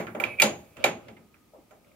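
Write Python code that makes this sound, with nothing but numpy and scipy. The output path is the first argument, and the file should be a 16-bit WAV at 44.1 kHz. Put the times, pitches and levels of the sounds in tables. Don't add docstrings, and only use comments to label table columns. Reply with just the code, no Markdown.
import sys
import numpy as np
from scipy import signal
from scipy.fft import rfft, irfft
from scipy.io import wavfile
from scipy.ndimage import uniform_filter1d

SR = 44100
rng = np.random.default_rng(int(sys.argv[2]) if len(sys.argv) > 2 else 0)


def put_to_file(sound):
    columns = np.atleast_2d(sound).T
    safe = np.clip(columns, -1, 1)
    whole_steps = np.round(safe * 32767)
    wavfile.write(sys.argv[1], SR, whole_steps.astype(np.int16))


N = 85995

BAND_HZ = [90, 220, 560, 1400, 2600, 4000, 7000, 13000]


def amp(db):
    return 10 ** (np.asarray(db) / 20)


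def unit_rms(x):
    return x / np.sqrt(np.mean(x ** 2) + 1e-20)


def envelope(points):
    t_s, db = np.transpose(points)
    return amp(np.interp(np.arange(N) / SR, t_s, db))


def pan(db):
    return amp([[db / 2], [-db / 2]])


def noise_spectra(size, correlation):
    a, b = rfft(rng.standard_normal((2, size)))
    return np.array([a, correlation * a + np.sqrt(1 - correlation ** 2) * b])


def resonate(x, hz, width_hz, stages=2):
    carrier = np.exp(2j * np.pi * hz * np.arange(1, x.shape[-1] + 1) / SR)
    pole = np.exp(-np.pi * width_hz / SR)
    for _ in range(stages):
        x = 2 * (carrier * signal.lfilter([1 - pole], [1, -pole], x / carrier)).real
    return x


def room_floor():
    # f/Hz, relative level/dB
    spectrum = [(20, -43), (45, -1.5), (100, -3), (230, 2), (600, -10.5), (1000, -13), (1700, -19.5),
                (2300, -15), (3200, -20), (10000, -23.5), (12500, -22.5)]
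    # f/Hz, correlation
    likeness = [(60, .9), (500, 0.47), (3000, 0.18), (12000, 0.1)]
    floor_db, tone_db = -62.5, -78
    log_hz = np.log(np.fft.rfftfreq(N + 1, 1 / SR) + 1)
    hz, correlation = np.transpose(likeness)
    noise = noise_spectra(N + 1, np.interp(log_hz, np.log(hz), correlation))
    hz, db = np.transpose(spectrum)
    noise *= amp(np.interp(log_hz, np.log(hz), db))
    tone = resonate(rng.standard_normal(N), hz=1245, width_hz=15, stages=1)
    return amp(floor_db) * unit_rms(irfft(noise)[:, :N]) + amp(tone_db) * unit_rms(tone)


def treble_hiss():
    # t/s, level/dB
    fade = [(0, -63.5), (.35, -63.5), (.82, -67.5), (1.0, -88)]
    highpass = signal.butter(2, 10490, "high", fs=SR, output="sos")
    return unit_rms(signal.sosfilt(highpass, rng.standard_normal((2, N)))) * envelope(fade)


def scrape():
    # t/s, level/dB
    drag = [(.24, -100), (.27, -43.5), (.36, -50.5), (.72, -76.5), (.79, -45.5), (.835, -40), (.86, -74.5),
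            (1.08, -51.5), (1.13, -65.5), (1.3, -87), (1.82, -85.5), (1.87, -60.5), (1.95, -68)]
    # f/Hz, width/Hz, relative level/dB
    resonances = [(113, 82, -6), (230, 260, -4), (556, 92, 1), (1230, 600, -7), (2380, 1100, -8.5)]
    slips_per_s, crossfeed = 4300, 0.23
    slips = (rng.random((2, N)) < slips_per_s / SR) * rng.standard_normal((2, N))
    slips = slips + crossfeed * slips[::-1]
    pipes = sum(amp(db) * unit_rms(resonate(slips, hz, width_hz)) for hz, width_hz, db in resonances)
    return unit_rms(pipes) * envelope(drag)


def squeak():
    # t/s, level/dB
    rub = [(.24, -100), (.26, -44), (.31, -38), (.35, -42), (.36, -55.5), (.4, -37.5), (.62, -71.5),
           (.83, -66.5), (.85, -100)]
    # f/Hz, relative level/dB
    tones = [(2320, -2), (2550, -3), (10100, -25)]
    wander = unit_rms(uniform_filter1d(rng.standard_normal((len(tones), N)), size=60))
    warped_s = np.cumsum(1 + .022 * wander, axis=1) / SR
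    jaws = sum(amp(db) * np.sin(2 * np.pi * hz * t) for (hz, db), t in zip(tones, warped_s))
    return jaws * envelope(rub) * pan(-6)


def pipe_ring(t, band_db, rises_s):
    # f/Hz, relative level/dB, T60/s
    modes = [(220.5, 1, 0.3), (353.2, -5, 0.43), (423, -1, 0.26), (522.4, -0.5, 0.24), (582, -5, 0.33),
             (815, -6, 0.41), (1365, 3, 0.11), (1740, -15, 0.2), (2023, -7, 0.22), (2695, -5, .15)]
    out = 0
    for (hz, db, t60_s), phase in zip(modes, rng.random(len(modes))):
        rise_s, left_db, right_db = (np.interp(np.log(hz), np.log(BAND_HZ), v)
                                     for v in (rises_s, *band_db))
        ring = (1 - np.exp(-t / rise_s)) * np.sin(2 * np.pi * (hz * t + phase))
        out = out + ring * amp(db - 60 * t / t60_s) * amp([[left_db], [right_db]])
    return out


def grip_shimmer(t, noise, drive_db, rise_s):
    gain_db, t60_s = -5, .3
    band = unit_rms(resonate(noise, hz=6650, width_hz=700))
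    return band * (1 - np.exp(-t / rise_s)) * amp(drive_db + gain_db - 60 * t / t60_s)


def knock(t, contact_s, pan_db, blow_db):
    ref_rises_s = [0.063, 0.027, 0.0035, 0.0027, 0.00046, 0.00083, 0.00056, .001]
    room_t60_s = [0.85, 0.38, 0.33, 0.24, 0.22, 0.21, 0.18, 0.13]
    crack_db = [-10, -15, -11.5, -4.5, 7, 8.5, 1.5, 4]
    correlation = [0.94, 1, 0.59, 0.095, 0.13, 0.45, 0.59, .8]
    pan_share = [-0.16, -0.17, -0.11, 1, 0.6, -0.83, 1, .8]
    # f/Hz, width/Hz, gain/dB
    hollow = [(645, 200, 6), (2293, 110, 7.5), (5770, 510, -5), (7200, 500, 1.5), (12700, 1100, 7.5)]
    ref_contact_s, thud_db, late_t60_s = 0.0043, -13, 1.2
    late_db = np.linspace(-30.5, -41, len(BAND_HZ))
    levels_db = np.array([blow_db[0] + thud_db, *blow_db])
    band_db = levels_db + np.outer([pan_db / 2, -pan_db / 2], pan_share)
    rises_s = np.array(ref_rises_s) * contact_s / ref_contact_s
    bin_hz = np.fft.rfftfreq(len(t), 1 / SR)
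    log_hz, log_bands = np.log(bin_hz + 1), np.log(BAND_HZ)
    noise = noise_spectra(len(t), np.interp(log_hz, log_bands, correlation))
    noise *= amp(sum(db / (1 + (2 * (bin_hz - hz) / width_hz) ** 2) for hz, width_hz, db in hollow))
    crack = np.exp(-(t / contact_s) ** 2) * np.sqrt(ref_contact_s / contact_s)
    out = pipe_ring(t, band_db, rises_s) + grip_shimmer(t, irfft(noise), levels_db[-2], rises_s[-2])
    for k, weights in enumerate(np.eye(len(BAND_HZ))):
        band = unit_rms(irfft(noise * np.interp(log_hz, log_bands, weights))) * amp(band_db[:, [k]])
        tail = amp(-60 * t / room_t60_s[k]) + amp(late_db[k] - 60 * t / late_t60_s)
        out += band * (1 - np.exp(-t / rises_s[k])) * (amp(crack_db[k]) * crack + tail)
    return out


def metal_note(t, db, hz, contact_s, pan_db, echo_pan_db=0):
    rise_s, hold_s, ring_db, ring_t60_s = .0006, 1.47 * contact_s, -15, .05
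    echo_rise_s, echo_db, echo_t60_s = 0.002, -23, 0.29
    decay = np.exp(-(t / hold_s) ** 2) + amp(ring_db - 60 * t / ring_t60_s)
    note = np.sin(2 * np.pi * hz * t) * (1 - np.exp(-t / rise_s)) * decay
    echo = unit_rms(resonate(rng.standard_normal((2, len(t))), hz, width_hz=0.29 * hz))
    echo *= np.minimum(t / echo_rise_s, 1) * amp(echo_db - 60 * t / echo_t60_s)
    return amp(db) * (note * pan(pan_db) + echo * pan(echo_pan_db))


def scene():
    # t/s, note level/dB, note f/Hz, contact/s, pan/dB, blow level/dB per band from 220 Hz up
    contacts = [(-.02, -20.5, 2187, 0.0052, -4.5, -30.5, -34, -35.5, -41.5, -51.5, -48, -45.5),
                (0.0688, -37.5, 2350, 0.0018, -5.5, -44.5, -58, -41, -51, -65.5, -70, -81),
                (.148, -32, 590, 0.0067, -3, -33, -35.5, -42.5, -52.5, -73, -63.5, -70),
                (0.1998, -26, 2336, 0.00505, -10, -44.5, -34, -37.5, -43.5, -56, -53.5, -44.5),
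                (0.2379, -15, 2375, 0.0039, -8, -52, -37.5, -40, -37.5, -49.5, -55.5, -51.5),
                (0.3991, -7, 2370, 0.0037, -8, -37.5, -46, -37.5, -30, -46.5, -40.5, -35.5),
                (.4185, -23, 2328, 0.0065, -3.5, -27, -23.5, -27.5, -23.5, -27.5, -24, -31),
                (0.768, -49.5, 2650, 0.004, -12, -54, -50.5, -57, -55.5, -72, -67, -75),
                (0.8404, -11, 2366, 0.0042, -5, -30.5, -26, -28.5, -26.5, -36.5, -34, -38),
                (1.083, -48, 2100, 0.0052, -4.5, -45.5, -51.5, -57.5, -57.5, -66.5, -72, -82),
                (1.166, -54.5, 2100, 0.012, -5, -46.5, -59.5, -62.5, -66, -83, -83, -91),
                (1.342, -52.5, 2450, 0.0028, -5.5, -74, -86, -64, -71, -92, -85.5, -83.5),
                (1.535, -46.5, 622, 0.007, 2.5, -73.5, -49, -75.5, -93.5, -88, -88, -87),
                (1.708, -51, 603, 0.0079, -3, -64.5, -53.5, -59.5, -69.5, -86, -71.5, -78)]
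    # t/s, level/dB, f/Hz, contact/s
    notes = [(.387, -26.5, 2380, 0.016), (.421, -20, 3390, .005), (0.4233, -11, 2780, 0.0027),
             (.44, -25.5, 215.7, 0.029), (0.423, -22.5, 865, 0.0058), (.842, -20.5, 3190, .002),
             (.842, -20, 3800, 0.0038), (.842, -24.5, 575, 0.018), (.843, -26, 756, .013),
             (1.585, -49.5, 316.5, 0.0091), (1.846, -55.5, 2280, 0.0016), (1.916, -55.5, 2300, 0.0021)]
    lead_samples, right_lag_samples = 2205, 3
    mix = np.zeros((2, lead_samples + N + SR))
    t = np.arange(24576) / SR
    for start_s, db, hz, contact_s, pan_db, *blow_db in contacts:
        at = lead_samples + round(start_s * SR)
        mix[:, at:at + len(t)] += knock(t, contact_s, pan_db, blow_db)
        mix[:, at:at + len(t)] += metal_note(t, db, hz, contact_s, pan_db, echo_pan_db=.3 * pan_db)
    t = np.arange(SR // 2) / SR
    for start_s, db, hz, contact_s in notes:
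        at = lead_samples + round(start_s * SR)
        mix[:, at:at + len(t)] += metal_note(t, db, hz, contact_s, pan_db=-3)
    left, right = mix[0, lead_samples:], mix[1, lead_samples - right_lag_samples:]
    work = np.array([left[:N], right[:N]]) + scrape() + squeak() + treble_hiss()
    low_cut = signal.butter(3, 81, "high", fs=SR, output="sos")
    return signal.sosfilt(low_cut, work) + room_floor()


def record(dry):
    ceiling, cutoff_hz = .95, 15800
    soft = ceiling * np.tanh(dry / ceiling)
    lowpass = signal.firwin(511, cutoff_hz, window=("kaiser", 9), fs=SR)
    return signal.oaconvolve(soft, lowpass[None], "same")


dry = scene()
out = record(dry)
put_to_file(out)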